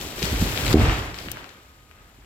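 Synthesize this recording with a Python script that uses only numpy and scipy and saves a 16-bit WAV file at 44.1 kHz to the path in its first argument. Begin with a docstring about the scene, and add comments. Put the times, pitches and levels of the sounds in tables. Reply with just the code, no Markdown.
"""A felled conifer crashes onto a wooded slope, its trunk landing with a blow that runs up and down the stem.
Needles swish, twigs crackle, limbs knock and boughs thump into the rumbling soil; a chip drops close by,
a few last sticks snap among the trees and a faint tone lingers in the quiet air.
Heard from a stereo pair in the leaf litter by the stump: the right microphone is dull,
and the limiter ducks at the blow."""
import sys
import numpy as np
from scipy import signal
from scipy.fft import rfft, irfft, next_fast_len
from scipy.io import wavfile
from scipy.ndimage import uniform_filter1d, minimum_filter1d, map_coordinates

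SR = 44100
rng = np.random.default_rng(int(sys.argv[2]) if len(sys.argv) > 2 else 0)


def store_wav(level_fs):
    """Save 16-bit WAV to argv[1]."""
    pcm = np.round(np.clip(np.atleast_2d(level_fs), -1, 1) * 32767)
    wavfile.write(sys.argv[1], SR, pcm.T.astype(np.int16))


N = 99225
T = np.arange(N) / SR


def amp(db):
    """Decibels to gain."""
    return 10 ** (np.asarray(db) / 20)


def unit(x):
    """Scaled to rms 1."""
    return x / np.sqrt(np.mean(x ** 2) + 1e-20)


def along(points, hz):
    """Interpolate (Hz, value) points on a log frequency axis."""
    knots_hz, values = np.transpose(points)
    return np.interp(np.log(hz + 1), np.log(knots_hz + 1), values)


def level(rows):
    """Gain per sample from (s, dB) points."""
    return amp(np.interp(T, *np.transpose(rows)))


def wobble(knots_per_s):
    """A smooth random curve."""
    return map_coordinates(rng.standard_normal(2000), [T * knots_per_s], mode="wrap")


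def filtered(x, response):
    """x through a response given as a function of Hz."""
    size = next_fast_len(N + 8192)
    return irfft(rfft(x, size) * response(np.fft.rfftfreq(size, 1 / SR)), size)[..., :N]


def coloured(x, colour):
    """x through (Hz, dB) points, at rms 1."""
    return unit(filtered(x, lambda hz: amp(along(colour, hz))))


def add(out, start_s, sound):
    """Mix a short sound into out."""
    start = max(round(start_s * SR), 0)
    out[..., start:start + len(sound)] += sound[:max(N - start, 0)]


def rush(colour):
    """Diffuse noise at the pair: alike on both sides in the bass, much less so in the treble."""
    # Each row: frequency in Hz, left-right correlation.
    likeness = [(60, 0.91), (130, 0.96), (290, 1), (640, 0.97), (1410, 0), (3100, 0.56), (15000, 0.62)]

    def mid_side(hz):
        angle = np.arccos(np.clip(along(likeness, hz), -1, 1)) / 2
        return np.array([np.cos(angle), np.sin(angle)])

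    mid, side = filtered(rng.standard_normal((2, N)), mid_side)
    return coloured(np.array([mid + side, mid - side]), colour)


def crackle(per_s, pitch_hz, spread, life_cycles, scatter_db, size=256, mic_lag_s=0.00041):
    """Many small damped cracks, each with its own pitch, strength and direction."""
    draws = rng.uniform(1e-4, 1, (6000, 5))[:int(per_s * N / SR)]
    when, radius, angle, force, bearing = draws.T[:, :, None]
    bell_curve = np.sqrt(-2 * np.log(radius)) * np.cos(2 * np.pi * angle)
    hz = np.clip(pitch_hz * np.exp(spread * bell_curve), 1, SR / 2)
    cycles = hz * np.arange(size) / SR
    polarity = (-1) ** np.arange(len(draws))[:, None]
    strength = amp(scatter_db * np.minimum(-np.log(force), 4))
    cracks = polarity * strength * np.sin(2 * np.pi * cycles) * amp(-60 * cycles / life_cycles)
    lag = (bearing - .5) * mic_lag_s * SR
    channels = []
    for side in (-1, 1):
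        samples = np.abs(when * N + side * lag).astype(int) + np.arange(size)
        channels.append(np.bincount(samples.ravel(), cracks.ravel(), N)[:N])
    return unit(np.array(channels))


def snaps(rows, t60_s, width_oct, size=4096):
    """Sharp cracks left of the pair, each a burst of noise with a short splintering tail."""
    out, t = np.zeros((2, N + size)), T[:size]
    splinter = amp(-15 - 60 * t / 0.034)
    fade = amp(-60 * t / t60_s) + splinter
    for start_s, db, hz in rows:
        edges = np.clip(hz * 2 ** (np.array([-1, 1]) * width_oct), 1, SR / 2 - 1000)
        burst = rng.standard_normal((2, size)) * fade
        crack = signal.lfilter(*signal.butter(2, edges, "bandpass", fs=SR), burst)
        start = round(start_s * SR)
        out[:, start:start + size] += amp(db) * crack / np.abs(crack).max(axis=1, keepdims=True)
    return out[:, :N] * amp([[0], [-5.5]])


def bump(hz, rise_cycles, size=6000):
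    """A soft swing that swells and dies within a few cycles."""
    cycles = T[:size] * hz
    rise = cycles / rise_cycles
    return -rise ** 2 * np.exp(2 * (1 - rise)) * np.sin(2 * np.pi * cycles)


def air():
    """Quiet outdoor air all round the microphones."""
    # Each row: frequency in Hz, relative level in dB.
    colour = [(15, -30), (35, -16), (65, 11.5), (110, -2.5), (200, -8), (600, -13.5), (2000, -19),
              (4500, -37), (7500, -19), (16000, -27)]
    return amp(-56.5) * rush(colour)


def thin_ring(hz=1244):
    """A faint, slightly unsteady tone lingers as the crash dies."""
    # Each row: time in seconds, level in dB.
    swell = [(1.3, -104), (1.62, -61.5), (1.85, -66.5), (2.05, -62.5), (2.25, -81)]
    waver = 0.68 * np.array([wobble(14), wobble(17)])
    return np.sqrt(2) * level(swell) * np.sin(2 * np.pi * hz * T + waver)


def woodland(x):
    """A thin echo comes back from the surrounding trees."""
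    # Each row: frequency in Hz, seconds to fall by 60 dB.
    decay = [(100, 0.17), (1500, 0.81), (10000, 0.44)]
    hz, t, spectrum = signal.stft(rng.standard_normal((2, SR // 2)), SR, nperseg=256)
    fade = amp(-60 * t / along(decay, hz)[:, None])
    _, tail = signal.istft(spectrum * fade, SR, nperseg=256)
    return amp(-3.5) * signal.fftconvolve(x, tail / np.linalg.norm(tail[0]), axes=1)[:, :N]


def chip():
    """A chip drops on dry leaves beside the microphones and bounces."""
    # Each row: start in seconds, relative peak in dB, pitch in Hz.
    bounces = [(1.3161, -9.5, 8000), (1.3194, -19, 11000)]
    return snaps(bounces, t60_s=0.0045, width_oct=1.6)


def needles():
    """The crown sweeps through the undergrowth: a fluttering hiss full of fine ticks."""
    # Each row: time in seconds, relative level in dB.
    swell = [(0, -39.5), (.04, -35), (.15, -40.5), (.2, -34), (.24, -26.5), (.32, -31.5), (.5, -29.5),
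             (.6, -30.5), (.72, -28.5), (.87, -38.5), (1.0, -40.5), (1.13, -49), (1.2, -39.5),
             (1.29, -45.5), (1.42, -52), (1.62, -58), (2.25, -61)]
    # Each row: frequency in Hz, relative level of the hiss in dB.
    colour = [(300, 2), (1200, -12), (2500, -5.5), (4000, 0.5), (6000, -2), (9000, -3.5), (16000, -6)]
    hiss = amp(1.1 * wobble(42.4) + 1.2 * wobble(600)) * rush(colour)
    ticks = crackle(per_s=700, pitch_hz=3470, spread=0.2, life_cycles=5.1, scatter_db=2.5, size=128)
    return amp(1) * level(swell) * unit(hiss + amp(-5) * ticks)


def twigs():
    """Twigs break in their hundreds as the crown is crushed: single cracks near, a blur farther off."""
    # Each row: time in seconds, relative level in dB.
    swell = [(0, -42.5), (.17, -44), (.24, -38), (.5, -35.5), (.63, -34.5), (.7, -30.5), (.82, -27.5),
             (.92, -27.5), (1.0, -33), (1.13, -42.5), (1.33, -47.5), (1.38, -44), (1.56, -55),
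             (1.87, -62.5), (1.98, -58.5), (2.25, -60)]
    # Each row: frequency in Hz, relative level of the far twigs in dB.
    colour = [(120, -4.5), (350, -1.5), (600, 1), (1000, -0.5), (2000, -1.5), (3200, -3.5), (5000, -9),
              (9000, -17), (16000, -46)]
    cracks = crackle(per_s=1500, pitch_hz=1970, spread=0.54, life_cycles=6.4, scatter_db=2)
    near = unit(filtered(cracks, lambda hz: 1 / np.sqrt(1 + (hz / 4500) ** 4)))  # low-pass
    far = amp(1.17 * wobble(90)) * rush(colour)
    return amp(2) * level(swell) * unit(near + far)


def limbs():
    """Thick limbs jostle in short hollow knocks."""
    # Each row: time in seconds, level in dB.
    swell = [(0, -46), (.05, -40), (.16, -43.5), (.26, -34.5), (.58, -38.5), (.8, -27), (.87, -36),
             (.97, -39.5), (1.17, -51.5), (1.29, -46.5), (1.62, -63), (2.25, -75)]
    # Each row: frequency in Hz, relative level in dB.
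    colour = [(60, -8), (150, -6.5), (280, 0), (650, -0.5), (1000, -23), (3000, -35)]
    knocks = crackle(per_s=320, pitch_hz=315, spread=0.42, life_cycles=10, scatter_db=1.5, size=2048)
    return level(swell) * coloured(knocks, colour)


def sticks():
    """Branches and sticks break one by one, off to the left."""
    # Each row: start in seconds, relative peak in dB, pitch in Hz.
    breaks = [(.012, -17, 4540), (.192, -21, 3070), (.228, -8.5, 3000), (0.2542, -12.5, 3800),
              (0.5757, -9, 2010), (.665, -9, 2900), (.680, -10, 2600), (0.7288, -9, 3100),
              (0.896, -12.5, 1560), (1.1435, -20, 2900), (1.1875, -19.5, 2650), (1.2853, -17, 2070),
              (1.371, -21.5, 1330), (1.388, -32, 1780), (1.443, -27.5, 1550), (1.492, -29, 3670),
              (1.9124, -33.5, 1580)]
    return snaps(breaks, t60_s=0.0043, width_oct=0.72)


def ground():
    """The slope shakes under the weight; each bough adds a dull thump and a deep push as the soil gives."""
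    # Each row: time in seconds, relative level of the rumble in dB.
    swell = [(0, -48), (.04, -35), (.14, -51), (.25, -27.5), (.37, -28), (.44, -21), (.56, -30.5),
             (.68, -22.5), (.8, -12), (.89, -20), (.97, -28.5), (1.12, -34.5), (1.2, -44), (1.3, -37),
             (1.5, -55.5), (2.25, -52.5)]
    # Each row: frequency in Hz, relative level of the rumble in dB.
    colour = [(15, -42), (28, -21), (45, 2), (70, -2.5), (120, -4), (190, -15), (400, -19.5), (700, -33.5),
              (2000, -85)]
    # Boughs hitting the soil. Each row: start in seconds, relative level in dB, pitch in Hz.
    thumps = [(0.024, -30.5, 440), (0.221, -20.5, 340), (.234, -17, 143), (.327, -16.5, 240),
              (0.343, -21, 267), (.410, -13, 135), (.422, -10, 177), (.797, -12.5, 327),
              (0.841, -15.5, 112.6), (0.883, -12, 69), (1.246, -31, 415), (1.259, -31.5, 333),
              (1.272, -27, 217), (2.185, -42, 257)]
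    out = amp(-1.5) * level(swell) * rush(colour)
    push = amp(-6.5) * bump(hz=50, rise_cycles=1)
    for start_s, db, hz in thumps:
        add(out, start_s, amp(db) * (bump(hz, rise_cycles=0.66) + push))
    return out


def trunk(land_s=.7445, trip_hz=77.47, trips=12, size=1024):
    """The landing shock returns weaker and duller from each trip along the trunk; the wood knocks and heaves."""
    shock_hz, shock_width_s, shock_loss_db, dulling = 299, .0013, 5, 0.062
    knock_hz, knock_t60_s, knock_loss_db = 647, 0.02, 2.5
    heave_t60_s = 0.26
    out, t, middle_s = np.zeros(N), T[:size], T[size // 2]
    for trip, detune in enumerate(rng.normal(0, 0.123, trips)):
        arrival_s = land_s + trip / trip_hz
        stretched = (t - middle_s) / (1 + dulling * trip)
        shock = np.exp(-.5 * (stretched / shock_width_s) ** 2) * np.cos(2 * np.pi * shock_hz * stretched)
        add(out, arrival_s - middle_s, -amp(9.5 - shock_loss_db * trip) * shock)
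        knock = (1 - np.exp(-t * knock_hz)) * np.sin(2 * np.pi * knock_hz * (1 + detune) * t)
        add(out, arrival_s, amp(-3 - knock_loss_db * trip - 60 * t / knock_t60_s) * knock)
    t = T[:SR // 2]
    heave = (1 - np.exp(-t * trip_hz)) * np.cos(2 * np.pi * trip_hz * t)
    add(out, land_s, -amp(-1.5 - 60 * t / heave_t60_s) * heave)
    return out


def scene():
    """The whole fall as it reaches the stump; only the breaking sticks echo."""
    breaks = sticks()
    close_chip = chip()
    crown = needles() + twigs() + limbs() + breaks + woodland(breaks)
    return crown + ground() + trunk() + close_chip + thin_ring() + air()


def microphones(x, left_lead_s=.00007):
    """An unequal pair in the leaf litter: the right side is duller and hears the sound slightly later."""
    # Each row: frequency in Hz, gain of that microphone in dB.
    left_mic = [(60, -1.3), (700, -1.1), (1300, 1), (2400, 2), (4400, 1.5), (6400, 1), (7700, 3.5),
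                (8900, -5), (11500, 0.5), (13800, 3.5), (16000, -6)]
    right_mic = [(60, -0.75), (700, 0.97), (1300, 0.96), (2400, 0), (4400, -6), (6400, -7), (7600, -18),
                 (9300, -18.5), (11500, -14), (13800, -23), (16000, -35)]
    left = filtered(x[0], lambda hz: amp(along(left_mic, hz)))
    right = filtered(x[1], lambda hz: amp(along(right_mic, hz)) * np.exp(-2j * np.pi * hz * left_lead_s))
    return np.array([left, right])


def limiter(x, ceiling_db=0.5, release_db_per_s=137, size=128):
    """Gain drops just ahead of a peak over the ceiling and recovers steadily."""
    peak_db = 20 * np.log10(np.abs(x).max(axis=0) + 1e-9)
    over_db = np.maximum(peak_db - ceiling_db, 0)
    recovery_db = release_db_per_s * T
    cut_db = np.maximum.accumulate(over_db + recovery_db) - recovery_db
    held_gain = minimum_filter1d(amp(-cut_db), 2 * size)
    return x * uniform_filter1d(held_gain, size)


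def record(dry):
    """The microphones feed the limiter; the treble ends at 16 kHz."""
    return filtered(limiter(microphones(dry)), lambda hz: hz < 16000)


dry = scene()
out = record(dry)
store_wav(out)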